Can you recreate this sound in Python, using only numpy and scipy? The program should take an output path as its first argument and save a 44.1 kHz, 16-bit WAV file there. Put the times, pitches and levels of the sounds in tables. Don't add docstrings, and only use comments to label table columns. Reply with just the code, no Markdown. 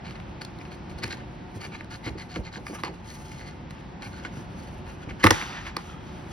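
import sys
import numpy as np
from scipy import signal
from scipy.fft import rfft, irfft, next_fast_len
from scipy.io import wavfile
from scipy.ndimage import uniform_filter1d

SR = 44100
rng = np.random.default_rng(int(sys.argv[2]) if len(sys.argv) > 2 else 0)


def dump_mix(stems):
    frames = np.atleast_2d(stems).T
    limited = np.clip(frames, -1, 1)
    pcm = np.round(limited * 32767).astype(np.int16)
    wavfile.write(sys.argv[1], SR, pcm)


N = 278836
FFT = next_fast_len(N)


def undb(db):
    return np.exp(np.asarray(db) * np.log(10) / 20)


def level(x, db):
    return x * undb(db) / np.sqrt(np.mean(x ** 2))


def ring(x, hz, width_hz):
    return signal.lfilter(*signal.iirpeak(hz, hz / width_hz, SR), x)


def ring_twice(x, hz, width_hz):
    return ring(ring(x, hz, width_hz), hz, width_hz)


def walk(rate_hz):
    hold = int(SR / rate_hz)
    steps = np.repeat(rng.standard_normal(N // hold + 1), hold)
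    return 1.3 * uniform_filter1d(uniform_filter1d(steps, hold), hold)[:N]


def add(out, s, sound):
    i = int(s * SR)
    out[..., i:i + sound.shape[-1]] += sound[..., :N - i]


def body(x, modes):
    return sum(undb(db) * ring(ring(x, f, w), f, 2 * w) for f, w, db in modes)


def grit(rate_hz, scatter_db):
    hit = rng.random(N) < rate_hz / SR
    return hit * rng.standard_normal(N) * undb(scatter_db * rng.exponential(size=N))


NEAR_DB, NEAR_OCTAVES = 6.5, 0.2
PULL = 0.7


def colour(x, modes, hz, below_db=0., above_db=0., focus=1):
    out = 0
    for f, w, db in modes:
        away_octaves = np.log2(f / hz)
        near = np.exp(-(away_octaves / NEAR_OCTAVES) ** 2)
        share_db = db + focus * NEAR_DB * near
        share_db += below_db * min(away_octaves, 0) - above_db * max(away_octaves, 0)
        share_db += 10 * np.log10(w)
        bent_hz = f + PULL * near * (hz - f)
        out = out + level(body(x + 1e-12, [(bent_hz, w, 0)]), share_db)
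    return out


def bands(table, swell_db):
    hz, db = np.transpose(table)
    bins, out = np.fft.rfftfreq(FFT, 1 / SR)[1:], 0
    shape = undb(np.interp(np.log(bins), np.log(hz), db))
    for step in np.arange(9, 29):
        bell = np.cos(np.pi / 2 * np.clip(2 * np.log2(bins) - step, -1, 1))
        real, imag = rng.standard_normal((2, len(bins) + 1))
        noise = irfft((real + 1j * imag) * np.append(0, shape * bell), FFT)[:N]
        out = out + noise * undb(swell_db + 0.71 * walk(5.5))
    return out


# f/Hz, relative density/dB
HUM_SPECTRUM = [(15, -53), (25, -1.5), (64, 2.5), (184, 2), (304, -5), (357, -4), (429, -14), (540, -10.5),
                (664, -15), (874, -12.5), (1070, -17), (2570, -23.5), (3970, -30), (4350, -31),
                (6000, -37.5), (7800, -119), (13200, -120)]
# f/Hz, relative density/dB
UNLIKE_SPECTRUM = [(15, -55), (25, -26), (145, -3.5), (354, -8.5), (503, -13), (714, -7.5), (796, -7.5),
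                   (962, -11), (3160, -26), (5000, -36), (6920, -33.5), (9320, -51), (10700, -76),
                   (13000, -58), (16000, -73)]
# f/Hz, width/Hz, level/dB rms
HUM_BANDS = [(374.2, 17, -59), (726, 15.3, -60.5), (878, 63, -59)]
HUM_DB, UNLIKE_DB = -40.5, -49.5


def house():
    swell_db = 1.2 * walk(2.5)
    common = level(bands(HUM_SPECTRUM, swell_db), HUM_DB)
    for f, w, db in HUM_BANDS:
        common = common + level(ring_twice(rng.standard_normal(N), f, w), db)
    unlike = level(bands(UNLIKE_SPECTRUM, swell_db), UNLIKE_DB)
    return common + unlike * np.array([[1], [-1]])


# f/Hz, width/Hz, relative level/dB
BOARD_MODES = [(335, 77, -1), (466, 50, -6), (912, 214, 9.5), (1145, 197, 10.5), (1497, 105, 6),
               (1685, 457, 11), (2060, 254, 8), (2410, 180, 0), (2836, 89, 8.5)]
# f/Hz, width/Hz, relative level/dB
BLADE_MODES = [(3200, 240, 10), (3840, 460, -1.5), (4274, 310, 9), (4700, 430, 9.5), (5040, 380, 4),
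               (5450, 140, 6), (6220, 1200, 5), (8950, 540, -4), (9250, 3050, 0), (12600, 3800, -17)]
# t/s, length/s, level/dB, colour f/Hz, bright share/dB,
# bright colour f/Hz, finest hiss re level/dB, swell over the stroke/dB
STROKE_TABLE = [(0.034, 0.053, -46.5, 2300, -5.5, 4260, -25, 3),
                (0.072, 0.03, -45.5, 2290, -9, 4370, -25, -3), (0.091, 0.054, -52, 1440, -2, 4200, -18, -8),
                (0.145, 0.025, -45.5, 2080, -10.5, 4260, -34, 3),
                (0.19, 0.027, -60, 2810, -6, 4230, -37, -14),
                (0.407, 0.041, -46.5, 1500, -3.5, 4600, -14, -32),
                (0.595, 0.032, -46, 2170, -12, 5150, -18, 9), (0.646, 0.029, -48, 2200, -10, 4330, -25, -6),
                (0.7, 0.069, -53.5, 2250, -2, 4300, -16, -20), (0.89, 0.046, -51, 2300, -8, 4200, -16, -9),
                (0.975, 0.04, -47.5, 2450, -5, 4330, -14, -13),
                (1.014, 0.035, -36, 1970, -4, 4340, -17, 33), (1.024, 0.1, -46, 2100, -7.5, 4300, -15, -6),
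                (1.093, 0.067, -40.5, 1670, -1.5, 4200, -20, -6),
                (1.146, 0.1, -51.5, 1720, -9.5, 4240, -46, -14), (1.535, 0.06, -61, 1000, 2, 3650, -1, 0),
                (1.584, 0.1, -41.5, 2270, -7.5, 4500, -17, 5),
                (1.702, 0.077, -42.5, 2260, -9, 4130, -30, 5), (1.768, 0.066, -53, 2500, -7, 4230, -26, 0),
                (1.891, 0.085, -42.5, 1430, -4, 4300, -16.5, -5),
                (2.019, 0.085, -38.5, 2010, -7, 4200, -23, 19),
                (2.164, 0.089, -43.5, 1970, -5.5, 4330, -17, -8),
                (2.275, 0.12, -45, 1400, -2.5, 4350, -16.5, 16),
                (2.426, 0.081, -46.5, 2100, -4.5, 4300, -25, -1),
                (2.506, 0.087, -45, 1510, -3, 4200, -22, 18), (2.636, 0.13, -50, 2250, -4, 4730, -5, -10),
                (2.71, 0.088, -45, 1240, -16, 2980, -9.5, 8),
                (2.775, 0.046, -43.5, 1090, -12, 4000, -24, -6),
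                (2.826, 0.092, -39, 970, -9.5, 4400, -29, -14),
                (2.885, 0.25, -58.5, 2550, -4.5, 4200, -11, -2),
                (3.03, 0.24, -54, 1980, -0.5, 4330, -2.5, -5),
                (3.203, 0.22, -54.5, 2100, -0.5, 5400, -6.5, 0),
                (3.313, 0.28, -49.5, 1990, -6, 4400, -18.5, -11),
                (3.703, 0.018, -52, 2200, -10, 4130, -3, -8), (3.72, 0.15, -55, 1340, -13, 3200, -23, -11),
                (4.002, 0.06, -45, 1550, -6, 4200, -19, 1), (4.03, 0.066, -46, 2230, -8, 4240, -12, -7),
                (4.097, 0.15, -49.5, 1500, -6, 4250, -16, -5),
                (4.205, 0.078, -43.5, 1490, -10, 3130, -33, 31),
                (4.302, 0.14, -52.5, 1440, -5, 5760, -8.5, -3),
                (4.476, 0.43, -61.5, 1720, -3.5, 4500, -8, -23),
                (4.847, 0.098, -48, 1410, -9.5, 4230, -15, -11),
                (4.993, 0.067, -49.5, 1470, -8.5, 3450, -26, 2),
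                (5.082, 0.046, -41.5, 2090, -10.5, 3070, -24, -4),
                (5.189, 0.043, -41, 1380, -8, 3010, -22, -4),
                (5.222, 0.026, -28.5, 1850, -8, 4340, -15, 22), (5.23, 0.08, -34, 2100, -12, 3230, -8, -14)]
EASE = 0.76
STEADY_S = 0.07
REST_DB, REST_WAVER_DB, REST_ENDS_S = -77, 3., 5.24
LINGER_S = 0.031


def rubbing():
    out = np.zeros(N)
    fine = undb(REST_DB + REST_WAVER_DB * walk(4.24)) * (np.arange(N) < REST_ENDS_S * SR)
    catch = undb(2.6 * walk(70.))
    wood = catch * grit(2200., 2.6)
    steel = catch * grit(3200., 2.6)
    dust = catch * grit(12000., 1.1)
    for s, length_s, db, hz, bright_db, bright_hz, fine_db, swell_db in STROKE_TABLE:
        along = np.linspace(0, 1, int(length_s * SR))
        shape = signal.windows.tukey(len(along), EASE) * undb(db + swell_db * (along - .5))
        span = slice(int(s * SR), int(s * SR) + len(along))
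        woody = colour(wood[span], BOARD_MODES[2:], hz)
        focus = min(STEADY_S / length_s, 1)
        bright = colour(steel[span], BLADE_MODES[:7], bright_hz, focus=focus)
        add(out, s, shape * (level(woody, 0) + level(bright, bright_db)))
        add(fine, s, shape * undb(fine_db))
    keep = np.exp(-1 / (LINGER_S * SR))
    fine = np.maximum(fine, signal.lfilter([1 - keep], [1, -keep], fine))
    return out + fine * level(body(dust, BLADE_MODES[6:]), 0)


# t/s, board part peak/dB, colour f/Hz, treble re board/dB, treble colour f/Hz,
# decay/ms, knock re board/dB
TICK_TABLE = [(0.056, -37, 2530, -24, 4260, 2.3, -19), (0.109, -30.5, 1420, -12, 4310, 0.6, -17),
              (0.201, -34, 2700, -10, 4270, 1, -22), (0.418, -26.5, 1550, -3, 4600, 1.3, -18),
              (0.449, -37.5, 2560, 10, 4180, 2.3, -18), (0.588, -47.5, 2510, 6, 4100, 0.8, 6),
              (0.613, -36, 2190, -14, 5140, .7, -13), (0.719, -32, 2330, -23, 5070, 1.8, -25),
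              (0.897, -45, 860, 2, 4300, 0.73, -15), (0.987, -37, 1820, 0.5, 4330, 2.5, -17),
              (1.036, -23, 2060, -1.5, 4300, 2.4, -9), (1.079, -36.5, 2000, 3, 5200, 1.2, -15),
              (1.129, -23.5, 1720, -13, 4200, 2.8, -11.5), (1.618, -34, 2500, -12, 4570, 2.1, -14),
              (1.651, -30.5, 2100, -4, 4200, 1.4, -6), (1.809, -23.5, 1760, -21, 4250, 0.27, -18),
              (1.845, -43, 1640, 0, 3950, 0.8, -17), (2.063, -27.5, 2070, -7, 4720, 1, -15),
              (2.36, -23, 1430, -21, 4760, 2.6, -10), (2.558, -26.5, 1610, -19, 4400, 1.2, -21),
              (2.6675, -24, 2200, -9, 4900, .8, -28), (2.683, -32, 2250, -12, 4270, 2.4, -12),
              (2.838, -23, 1980, -6, 4520, 0.4, -12), (2.8359, -16, 1170, -14, 4550, 0.54, -14),
              (2.847, -37, 2120, -5, 4700, 1.1, -11), (2.85, -36, 1150, 5, 4540, 0.89, -19),
              (2.857, -35, 2000, -1, 4600, 0.92, -15), (2.865, -43, 2010, -3, 4150, 1.1, -22),
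              (2.88, -27, 940, -14, 4380, 2.3, -22), (3.701, -44, 2400, -2, 4200, .5, -15),
              (3.708, -33, 2000, -1, 4100, 0.65, -19), (4.027, -30, 2220, -11, 3030, 3.2, -18),
              (4.251, -26.5, 1520, -17, 3080, 3.4, -10), (5.094, -35, 2060, -21, 3040, 1.4, -19),
              (5.234, -23, 1870, -20, 4150, 2, -15), (5.2388, -8, 1880, -14, 4180, 1.8, -9),
              (5.2411, 0, 1900, -8.5, 5160, 1.2, -17.5), (5.243, -4, 1110, -8, 3460, 1.3, -11.5),
              (5.25, -20, 1100, 1, 3500, 1, -16), (5.253, -8.5, 1000, -9, 3750, 1.3, -27),
              (5.256, -18, 1180, -12, 3770, 1, -16), (5.263, -4, 1170, -21, 3320, 1.8, -12),
              (5.2683, -1, 1960, -7, 3260, 1.3, -20), (5.2705, -1, 1200, -20, 3210, 0.57, -21),
              (5.275, -18, 850, -18, 3640, 1, -20), (5.3063, -5.5, 3050, -5, 4600, 0.88, -8),
              (5.308, -3, 1640, 0.5, 5900, 1, -14.5), (5.31, -3.5, 1050, -23, 4730, 0.91, -25),
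              (5.312, -12.5, 1810, -11, 4980, 1.8, -13), (5.321, -40, 1560, -7, 3510, 0.91, -18),
              (5.414, -20, 1750, -16, 3000, 1.9, -21), (5.424, -20.5, 2230, -14, 3240, 2, -20),
              (5.667, -25.5, 2100, -26, 3000, 1.8, -16), (5.766, -22, 2100, -2, 4640, 0.77, -17),
              (5.768, -16.5, 1080, -2, 4370, 0.66, -14)]
LEAD_S, BUILD_S = 0.01, 0.00045
SNAP = 7
DETUNE, UNLIKE = 0.018, 0.16
PAN_SCATTER_DB = 1.2
PRESSED = 1.08
BLADE_BELOW_DB, BOARD_ABOVE_DB = 16, 3.5


def ticks():
    out, t = np.zeros((2, N)), np.arange(2560) / SR
    chance = rng.standard_normal((len(TICK_TABLE), 2, len(t)))
    snap = SNAP * (np.arange(len(t)) == int(LEAD_S * SR))
    for row, (alike, unlike) in zip(TICK_TABLE, chance):
        s, db, hz, treble_db, treble_hz, decay_ms, knock_db = row
        envelope = np.exp(np.minimum((t - LEAD_S) / BUILD_S, (LEAD_S - t) / (decay_ms / 1000)))
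        burst = (alike + snap + UNLIKE * np.array([unlike, -unlike])) * envelope
        board = [(f * (1 + DETUNE * bend), PRESSED * w, g)
                 for (f, w, g), bend in zip(BOARD_MODES, unlike)]
        woody = colour(burst, board[2:-1], hz, above_db=BOARD_ABOVE_DB)
        treble = colour(burst, BLADE_MODES, treble_hz, below_db=BLADE_BELOW_DB)
        knock = colour(burst, board[:2], hz)
        parts = ((woody, 0), (treble, treble_db), (knock, knock_db))
        sound = sum(undb(share_db) * part / np.abs(part).max() for part, share_db in parts)
        side_db = PAN_SCATTER_DB * np.tanh(alike[0]) / 2
        add(out, s - LEAD_S, undb(db + np.array([[side_db], [-side_db]])) * sound)
    return out


# t/s, swing peak/dB, f/Hz, groan re swing peak/dB, T60/s
THUMP_TABLE = [(0.947, -28, 67, -32, 0.087), (1.044, -26.5, 111, -19, 0.069), (1.074, -33, 100, -24, 0.09),
               (1.557, -30, 104, -25, 0.14), (2.062, -28, 117, -8.5, 0.17), (2.085, -32.5, 276, -10, .1),
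               (2.1, -26.5, 73, -32, 0.14), (2.152, -31, 60, 1, 0.064), (2.362, -29.5, 187, -1.5, 0.15),
               (2.388, -22, 62.4, -13, 0.1), (2.467, -36, 100, -18, 0.061), (2.569, -33, 206, -17, 0.19),
               (2.599, -35, 51, -8, 0.097), (2.695, -38, 202, 3.5, 0.19), (2.729, -35, 218, -6, 0.14),
               (2.861, -45, 137, 6, 0.26), (2.891, -37, 167, -24, 0.27), (4.37, -32, 116, -19, 0.16),
               (4.544, -35, 68.6, -14, 0.11), (5.073, -28, 104, -36, 0.11), (5.11, -25.5, 69.4, -23, 0.073),
               (5.242, -12, 200, 0, 0.091), (5.251, -9.5, 99, -28, 0.14), (5.272, -24, 162, 2, 0.069),
               (5.296, -22.5, 99, -18, 0.072), (5.31, -17, 99, -5, 0.088)]
RATTLE_DB = -6.5


def thumps():
    out, t = np.zeros(N), np.arange(10240) / SR
    chance = rng.standard_normal((len(THUMP_TABLE), len(t)))
    for (s, db, hz, groan_db, t60_s), noise in zip(THUMP_TABLE, chance):
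        fade = (1 - np.exp(-t / 0.00034)) * np.exp(-np.log(1000) * t / t60_s)
        swing = np.sin(2 * np.pi * hz * t)
        rattle = level(ring_twice(noise, 2.42 * hz, 2.2 * hz), RATTLE_DB)
        groan = level(body(noise, BOARD_MODES[:2]), groan_db)
        add(out, s, undb(db) * fade * (swing + rattle + groan))
    return out


def shares(table):
    s, db, *shares_db = np.transpose(table)
    t = np.arange(N) / SR
    return np.array([undb(np.interp(t, s, db + share)) * (t >= s[0]) for share in (0, *shares_db)])


def wash(modes):
    return sum(body(grit(9000., 1.5), [mode]) * undb(1.2 * walk(8.6)) for mode in modes)


# t/s, level/dB, bright share/dB, finest hiss re level/dB
SLIDE_CURVE = [(5.316, -32, -5, -20), (5.326, -33.5, -5, -13), (5.42, -36.5, -5, -18),
               (5.445, -38.5, -6.5, -17.5), (5.576, -37.5, -10, -35), (5.646, -43.5, -10, -22),
               (5.67, -38.5, -9, -22), (5.74, -55.5, -10, -29), (5.79, -43, -17, -23), (5.858, -59, -1, -5),
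               (5.93, -52, -8, -15), (5.982, -72, -22, -4), (6.068, -59, -1, -10.5), (6.2, -64, 2, -7),
               (6.28, -72, -6, 1), (6.32, -53.5, 6.5, -7)]
# f/Hz, width/Hz, relative level/dB
WALL_MODES = [(823, 200, 2), (1310, 600, 1), (1880, 1080, -0.5), (3060, 1600, 4), (4600, 660, 0),
              (5910, 860, 0.5)]


def sliding():
    trims = ((WALL_MODES[:3], -1.5), (WALL_MODES[3:], .3), (BLADE_MODES[6:], 3.))
    parts = [level(wash(modes), db) for modes, db in trims]
    return np.sum(shares(SLIDE_CURVE) * parts, axis=0) * undb(.8 * walk(40.))


# f/Hz, width/Hz, relative level/dB
SHAFT_MODES = [(1280, 170, 0), (1620, 200, -7), (2520, 300, -12), (3210, 190, -6), (5310, 450, -20)]
# t/s, level/dB
DRAW_OUT_CURVE = [(5.79, -75), (5.84, -62), (5.875, -53), (5.905, -46), (5.93, -52), (5.96, -57),
                  (6.05, -56), (6.12, -59), (6.25, -67)]


def drawing_out():
    s, db = np.transpose(DRAW_OUT_CURVE)
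    curve_db = np.interp(np.arange(N) / SR, s, db, left=-200, right=-200)
    gain = undb(curve_db + 2 * walk(30.))
    return gain * level(body(grit(2500., 1.2), SHAFT_MODES), 0)


# f/Hz, left lead/rad, left minus right/dB
PORT_TABLE = [(0, -0.2, 0), (252, .5, -1.7), (700, 0.88, -2.2), (1310, 1.07, -1.5), (2100, 1.34, 0.5),
              (2900, 1.16, 1), (3800, 0.81, 3.5), (4630, 1, 2.5), (7240, -3.5, 1), (10460, -5, -0.5),
              (16500, -13, 1)]


def ports(x):
    hz, lead_rad, left_db = np.transpose(PORT_TABLE)
    bins = np.fft.rfftfreq(FFT, 1 / SR)
    phase = np.exp(1j * np.interp(bins, hz, lead_rad) / 2)
    left = phase * undb(np.interp(bins, hz, left_db) / 2)
    return irfft(rfft(x, FFT) * np.array([left, 1 / left]), FFT)[:, :N]


ROOM_DB, ROOM_T60_S, ROOM_TOP_HZ = -17, 0.21, 4840


def room(x):
    t = np.arange(SR // 2) / SR
    fade = (1 - np.exp(-t / 0.0045)) * np.exp(-np.log(1000) * t / ROOM_T60_S)
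    tail = rng.standard_normal((2, len(t))) * fade
    tail = signal.lfilter(*signal.butter(1, ROOM_TOP_HZ, fs=SR), tail)
    tail = undb(ROOM_DB) * tail / np.sqrt(np.sum(tail ** 2) / 2)
    return signal.fftconvolve(x[None], tail, axes=1)[:, :N]


def scene():
    work = rubbing() + ticks() + thumps() + sliding() + drawing_out()
    return house() + ports(work) + room(work.mean(axis=0))


LOW_HZ, TOP_HZ = 38., 16600


def record(dry):
    soft = np.tanh(1.1 * dry) / 1.1
    soft = signal.sosfilt(signal.butter(6, LOW_HZ, "high", fs=SR, output="sos"), soft)
    return signal.sosfilt(signal.ellip(8, .2, 70, TOP_HZ, fs=SR, output="sos"), soft)


dry = scene()
out = record(dry)
dump_mix(out)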